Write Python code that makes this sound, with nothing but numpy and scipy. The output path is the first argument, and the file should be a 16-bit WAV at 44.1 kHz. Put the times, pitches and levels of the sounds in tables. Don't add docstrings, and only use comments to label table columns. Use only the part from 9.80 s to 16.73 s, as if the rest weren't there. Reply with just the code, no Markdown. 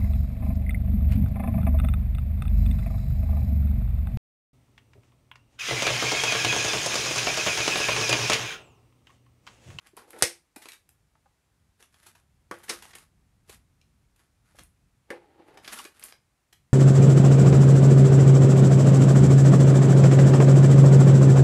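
import sys
import numpy as np
from scipy import signal
from scipy.fft import rfft, irfft, next_fast_len
from scipy.io import wavfile
from scipy.ndimage import map_coordinates

SR = 44100
rng = np.random.default_rng(int(sys.argv[2]) if len(sys.argv) > 2 else 0)


def materialize(psi):
    bounded = np.clip(np.atleast_2d(psi).T, -1, 1)
    quanta = np.round(bounded * 32767).astype(np.int16)
    wavfile.write(sys.argv[1], SR, quanta)


N = 305613
TIME = np.arange(N) / SR
LIFE = np.arange(SR // 3) / SR

# (time [s], relative level [dB])
RUMBLE_LEVELS = [(0.6, -77), (2.4, -72.5), (2.49, -69), (6.05, -70.5), (6.35, -76), (6.93, -70)]
# (frequency [Hz], relative density [dB])
RUMBLE_SPECTRUM = [(15, -41), (25, -3.5), (67, -1), (156, -7), (299, -21), (335, -22), (500, -35),
                   (650, -57.5), (1100, -120)]
# (frequency [Hz], relative density [dB])
HISS_SPECTRUM = [(150, -26), (250, -6.5), (436, -11), (510, -12), (698, -11), (1450, -13.5), (2620, -16),
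                 (2860, -18.5), (5350, -20), (9660, -20.5), (16000, -31.5)]
# (time [s], duration [s], treble level [dB], body re treble [dB])
RUB_STROKES = [(.02, 0.057, -69.5, 9), (.182, 0.036, -61.5, 6.5), (.284, .11, -63.5, -7),
               (0.391, .04, -51.5, -6.5), (0.817, .125, -58, 1.5), (2.003, .04, -62.5, 0),
               (2.134, .065, -68.5, 0), (2.235, 0.064, -60.5, -1.5), (2.352, .04, -71, 1.5),
               (2.73, .15, -63.5, 7.5), (2.893, .045, -44, 1), (2.96, .15, -58.5, 2.5),
               (3.155, 0.072, -60.5, 2.5), (3.688, .06, -57.5, -1.5), (4.395, .03, -69.5, 3.5),
               (4.66, .1, -72.5, 4), (4.761, .06, -62, 0), (5.671, .15, -74, 9.5), (5.837, .04, -58.5, 6),
               (5.885, .04, -54, 2), (5.926, .016, -45, 2), (5.96, .046, -46.5, -1.5),
               (6.009, .055, -53.5, 2), (6.12, 0.097, -65, 4.5), (6.236, .07, -55, -1)]
# (frequency [Hz], relative density [dB])
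SCRAPE_SPECTRUM = [(120, -42.5), (200, -7), (322, -7), (432, -13), (491, -10.5), (590, -13), (780, -9),
                   (950, -12), (1130, -5.5), (1500, -5), (2860, -10.5), (3070, -10.5), (7540, -14),
                   (11100, -10), (16000, -38)]
# (time [s], level [dB], body re middle band [dB], treble re middle band [dB], decay t60 [s])
CLICK_EVENTS = [(.0698, -57, -18, -3, 0.011), (0.167, -51, 3, 10, 0.014), (0.1723, -46.5, 11, -40, 0.026),
                (0.3052, -50.5, 7, 9.5, 0.012), (0.388, -53.5, -4, 9, 0.013), (0.761, -45, 6, 1.5, 0.023),
                (0.821, -51, 0, -2, 0.027), (0.8566, -47.5, 3, -13, 0.0068), (0.8857, -45, -2, -3.5, 0.019),
                (.9195, -49, -16, -7, 0.0071), (0.9323, -51.5, 4, -3, 0.012), (1.091, -59, 2, 4, 0.006),
                (2.026, -55.5, 1.5, -1, 0.0073), (2.142, -62.5, 4.5, -7, 0.014),
                (2.229, -62.5, -.5, 1.5, 0.02), (2.2646, -51, 6, 2, 0.03), (2.351, -58.5, 6.5, -6, 0.027),
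                (2.7866, -62.5, -13, 12, 0.011), (2.834, -50, 4, 3, 0.048), (3.023, -47.5, 1, -4, 0.015),
                (3.053, -51, 5, -2, 0.0089), (3.107, -56.5, 2, -8, 0.028), (3.133, -51, 1.5, -14, 0.028),
                (3.1518, -45.5, 1, -1, 0.017), (3.184, -54.5, 2.5, 0.5, 0.0094),
                (3.6946, -49, -5, -1, 0.023), (3.7, -55, 4, -2, 0.015), (3.743, -60.5, 0, -3, 0.013),
                (4.014, -65, -15.5, -12, 0.01), (4.361, -68.5, 0.5, 4, 0.015),
                (4.787, -51.5, 2.5, -13, 0.0067), (4.7918, -50.5, 0, -3.5, 0.01),
                (4.835, -56.5, -22.5, 19, 0.0042), (5.773, -48.5, 9, -12, .02),
                (5.846, -49, -6.5, -18, 0.022), (5.8771, -39.5, 1.5, -11.5, 0.02),
                (5.929, -42, 3.5, 5, 0.031), (5.988, -43.5, -7, -2, .018), (6.0413, -51, -7, 3, 0.01),
                (6.05, -45, 2, -9.5, 0.02), (6.195, -54, -3, 7, 0.012), (6.2262, -49.5, -6, -19, 0.015),
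                (6.2383, -41, -3, 18.5, 0.0078), (6.3235, -50, 1, -19.5, 0.009),
                (6.727, -54, -2.5, -4, 0.024)]
# (time [s], level [dB], frequency [Hz])
FLOP_EVENTS = [(0.133, -56.5, 340), (0.279, -57.5, 458), (0.423, -39, 189.8), (0.425, -39, 85.1),
               (0.764, -47.5, 295), (1.352, -64.5, 901), (1.457, -62, 803.6), (2.001, -62.5, 420),
               (2.717, -46, 290), (2.9, -47, 240.7), (3.693, -50.5, 443), (4.747, -61.5, 533),
               (4.791, -58, 260), (4.807, -53.5, 136.6), (5.597, -52.5, 290), (6.052, -50, 360)]
# (time [s], duration [s], level [dB])
DRAG_STROKES = [(.18, 0.11, -62.5), (.345, 0.096, -52), (5.32, 0.02, -47.5), (5.42, 0.18, -63.5),
                (5.6, 0.017, -56.5), (5.68, 0.12, -57), (6.04, 0.044, -66)]
# (frequency [Hz], relative density [dB])
DRONE_SPECTRUM = [(100, -25.5), (200, -17), (330, 0.5), (500, -4.5), (670, -11), (850, -1), (1000, -15.5),
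                  (1750, -17), (2600, -22), (4600, -29), (8000, -60.5)]
# (time [s], resin level [dB], table level [dB], contact cut-off [Hz],
# pitch of the piece [ratio], scuff t60 [s], rocking time [s], loss per corner [dB])
LANDINGS = [(.332, -49.5, -46.5, 1950, 0.7, 0.0078, 0.033, 2),
            (0.411, -46.5, -44, 4060, 0.65, 0.015, 0.0043, 4.5),
            (0.4238, -15, -28, 14300, 0.99, 0.0066, 0.004, 8),
            (2.712, -32.5, -39.5, 1750, .595, 0.016, 0.03, 13.5),
            (2.883, -46, -49, 3290, 0.89, 0.026, 0.0052, 8),
            (2.893, -31.5, -63, 15000, 0.53, 0.086, 0.0067, 7),
            (2.897, -30, -40.5, 9300, 0.7, 0.013, .003, 7.5),
            (2.924, -43.5, -45, 1690, 0.65, 0.031, 0.0051, 12),
            (5.3035, -35.5, -34, 2190, .845, 0.013, 0.0036, 6)]
# (frequency [Hz], relative density [dB])
CRACK_SPECTRUM = [(100, -14), (500, -2.5), (800, -3), (1100, -8), (2100, 3), (3100, -3), (4000, -2),
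                  (5500, 1), (7300, -4.5), (8800, 1.5), (12200, -5), (13500, -15.5), (16000, -19.5)]
# (frequency [Hz], relative level [dB])
RESIN_MODES = [(1680, -13), (1914, 0), (2092, -4), (2430, -7), (2659, -7.5), (3451, -9.5), (4236, -9),
               (5299, 0.5), (5534, -1), (5787, -4), (6088, -7.5), (6412, -7), (6665, -7), (7948, -6),
               (8236, -4.5), (9001, -2), (9220, -3), (9658, -8), (11400, -10)]
# (frequency [Hz], relative level [dB], decay t60 [s])
TABLE_MODES = [(235, -11, 0.04), (345, -7.5, 0.23), (410, -3, 0.045), (474, -3.5, 0.1), (504, -6, 0.15),
               (552, -9.5, 0.13), (795, -12, 0.05), (1135, -14, 0.09), (1620, -15, .1)]
# (time [s], duration [s], level [dB], frequency [Hz])
RASP_EVENTS = [(5.886, 0.01, -52, 1120), (5.93, .014, -58, 1130), (5.968, 0.011, -49, 1360),
               (5.983, 0.017, -41.5, 1117)]


def amp(db):
    return 10 ** (np.asarray(db) / 20)


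def unit(x):
    return x / np.sqrt(np.mean(x ** 2) + 1e-20)


def unit_hit(x):
    return x / np.sqrt(np.sum(x ** 2) / (SR / 100) + 1e-20)


def fade(t60):
    return amp(-60 * LIFE / max(t60, 1e-4))


def add(track, s, x):
    part = track[max(round(s * SR), 0):][:len(x)]
    part += x[:len(part)]


def filtered(x, response):
    size = next_fast_len(len(x) + SR // 8)
    return irfft(rfft(x, size) * response(np.fft.rfftfreq(size, 1 / SR)), size)[:len(x)]


def coloured(x, points):
    size = 2 * next_fast_len(len(x) // 2 + SR // 8)
    hz, db = np.transpose(points)
    gain_db = np.interp(np.log(np.fft.rfftfreq(size, 1 / SR) + 1), np.log(hz), db)
    cepstrum = irfft(np.log(amp(gain_db)))
    cepstrum[1:size // 2] *= 2
    cepstrum[size // 2 + 1:] = 0
    return irfft(rfft(x, size) * np.exp(rfft(cepstrum)), size)[:len(x)]


def resonance(f, hz, width_hz):
    return 1j * f * width_hz / (hz ** 2 - f ** 2 + 1j * f * width_hz)


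def echoes(early_db, tail_db, early_t60=0.16, tail_t60=0.22, gap_s=0.0038, bass_hz=170):
    swell = 1 - np.exp(-(LIFE / gap_s) ** 2)
    early = amp(early_db) * unit_hit(swell * fade(early_t60))
    tail = amp(tail_db) * unit_hit(swell * fade(tail_t60))
    reflections = np.hypot(early, tail) * rng.standard_normal(len(LIFE))
    return filtered(reflections, lambda f: (1j * f / (bass_hz + 1j * f)) ** 2)


def in_room(x, early_db, tail_db):
    return x + signal.fftconvolve(x, echoes(early_db, tail_db) / np.sqrt(SR / 100))[:len(x)]


def waver(rate, depth_db):
    knots = rng.standard_normal(int(N * rate / SR) + 4)
    return amp(depth_db * map_coordinates(knots, [TIME * rate]))


def room_tone():
    rumble = coloured(rng.standard_normal(N), RUMBLE_SPECTRUM) * waver(rate=7.5, depth_db=3.0)
    rumble_db = np.interp(TIME, *np.transpose(RUMBLE_LEVELS)) + 3.5
    hiss = coloured(rng.standard_normal(N), HISS_SPECTRUM)
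    return amp(rumble_db) * unit(rumble) + amp(-76) * unit(hiss)


def strokes(rows, attack_s=0.01, release_s=0.026, sag_db_per_s=12):
    power = np.zeros(N)
    for s, length, db in rows:
        before, after = np.maximum(s - TIME, 0), np.maximum(TIME - s - length, 0)
        from_middle = np.clip(TIME - s, 0, length) - length / 2
        edges = np.exp(-before / attack_s - after / release_s)
        power += (amp(db - sag_db_per_s * from_middle) * edges) ** 2
    return np.sqrt(power)


def slips(rate, spread_db, hiss):
    pulses = (rng.random(N) < rate / SR) * rng.choice([-1, 1], N)
    sizes = amp(spread_db * np.clip(rng.standard_normal(N), -2, 2))
    return unit(pulses * sizes / np.sqrt(rate)) + hiss * rng.standard_normal(N)


def rubs(crossover_hz=2820, firm_db=-47):
    treble_gain = strokes([(s, length, db) for s, length, db, _ in RUB_STROKES])
    body_gain = strokes([(s, length, db + body_db) for s, length, db, body_db in RUB_STROKES])
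    slips_per_s = 380 + 2000 * treble_gain / amp(firm_db)
    crackle = slips(slips_per_s, spread_db=5.0, hiss=0.65)
    crackle *= waver(rate=60, depth_db=2.5)
    scrape = unit(in_room(coloured(crackle, SCRAPE_SPECTRUM), early_db=-7.0, tail_db=-6.5))
    body = filtered(scrape, lambda f: 1 / (1 + (f / crossover_hz) ** 4))
    return treble_gain * (scrape - body) + body_gain * body


def snap(t60, rough, rise_s):
    burst = rng.standard_normal(len(LIFE)) * fade(t60) * (1 - np.exp(-LIFE / rise_s))
    return unit_hit(LIFE == 0) + rough * unit_hit(burst)


def clicks(body_db_per_octave=39):
    out = np.zeros(N)
    for s, db, body_db, treble_db, t60 in CLICK_EVENTS:
        peak_hz = np.clip(2080 * 2 ** (-body_db / body_db_per_octave), 1500, 4500)
        body = [(130, body_db - 21.5), (350, body_db - 1.5), (560, body_db - 4),
                (820, body_db + 1), (1200, body_db - 2)]
        middle = [(peak_hz, 4), (5500, -4)]
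        treble = [(9500, treble_db), (12000, treble_db - 1.5), (15000, treble_db - 21.5)]
        click = coloured(snap(t60, rough=4, rise_s=t60 / 4), body + middle + treble)
        add(out, s, amp(db) * in_room(unit_hit(click), early_db=-10.5, tail_db=-4.0))
    return out


def flops():
    out = np.zeros(N)
    swell = fade(0.026) * (1 - np.exp(-LIFE / 0.005))
    for s, db, hz in FLOP_EVENTS:
        puff = filtered(swell * rng.standard_normal(len(LIFE)), lambda f: resonance(f, hz, hz) ** 2)
        tone = swell * np.sin(2 * np.pi * hz * LIFE)
        thud = unit_hit(unit_hit(tone) + 1.2 * unit_hit(puff))
        add(out, s, amp(db) * in_room(thud, early_db=-8.0, tail_db=-16.0))
    return out


def drags():
    drone = unit(coloured(slips(rate=470, spread_db=-1.0, hiss=0.99), DRONE_SPECTRUM))
    return strokes(DRAG_STROKES, attack_s=0.014, release_s=0.045, sag_db_per_s=4.5) * drone


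def ring(modes):
    strengths = amp(1.5 * rng.standard_normal(len(modes)))
    return unit_hit(sum((-1) ** k * strengths[k] * amp(db) * fade(t60) * np.sin(2 * np.pi * hz * LIFE)
                        for k, (hz, db, t60) in enumerate(modes)))


def landings(resin_t60=0.16, radiation_hz=230, even_scuff_s=0.0042):
    out = np.zeros(N)
    for s, resin_db, table_db, cutoff_hz, pitch, scuff_s, rocking_s, loss_db in LANDINGS:
        for corner, delay in enumerate([0, 0.95, 2.95]):
            strike = unit_hit(snap(scuff_s, rough=scuff_s / even_scuff_s, rise_s=0.0003))
            reflections = echoes(early_db=-7.5, tail_db=-6.0, early_t60=0.06, tail_t60=0.23)
            crack = unit_hit(coloured(strike + reflections, CRACK_SPECTRUM))
            clack = crack + amp(-8) * ring([(hz * pitch, db, resin_t60) for hz, db in RESIN_MODES])
            clack = filtered(clack, lambda f: 1 / (1 - (f / cutoff_hz) ** 2 + 1.1j * f / cutoff_hz) ** 2)
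            resin = unit_hit(clack) + amp(-14) * crack
            table = filtered(ring(TABLE_MODES), lambda f: 1j * f / (radiation_hz + 1j * f))
            contact = amp(resin_db) * resin + amp(table_db) * in_room(table, early_db=-12.5, tail_db=-10)
            add(out, s + delay * rocking_s, amp(-loss_db * corner) * contact)
    return out


def rasps(width_hz=57, overtone_ratio=2.55, attack_s=0.0043, release_s=0.0069):
    out = np.zeros(N)
    for s, length, db, hz in RASP_EVENTS:
        grip = (1 - np.exp(-LIFE / attack_s)) * np.exp(-np.maximum(LIFE - length, 0) / release_s)
        catches = grip * slips(rate=1500, spread_db=4.0, hiss=0.3)[:len(LIFE)]
        low = filtered(catches, lambda f: resonance(f, hz, width_hz))
        high = filtered(catches, lambda f: resonance(f, hz * overtone_ratio, width_hz * overtone_ratio))
        add(out, s, amp(db) * (unit_hit(low) + amp(-4) * unit_hit(high)))
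    return out


def scene():
    return (room_tone() + rubs() + clicks() + flops() + drags() + landings() + rasps())[None]


def record(dry, bass_hz=42, top_hz=15900):
    highpass = signal.butter(4, bass_hz, "highpass", fs=SR, output="sos")
    clipped = np.clip(signal.sosfilt(highpass, dry[0]), -1, 1)
    return filtered(clipped, lambda f: np.clip((top_hz - f) / 400, 0, 1))[None]


dry = scene()
out = record(dry)
materialize(out)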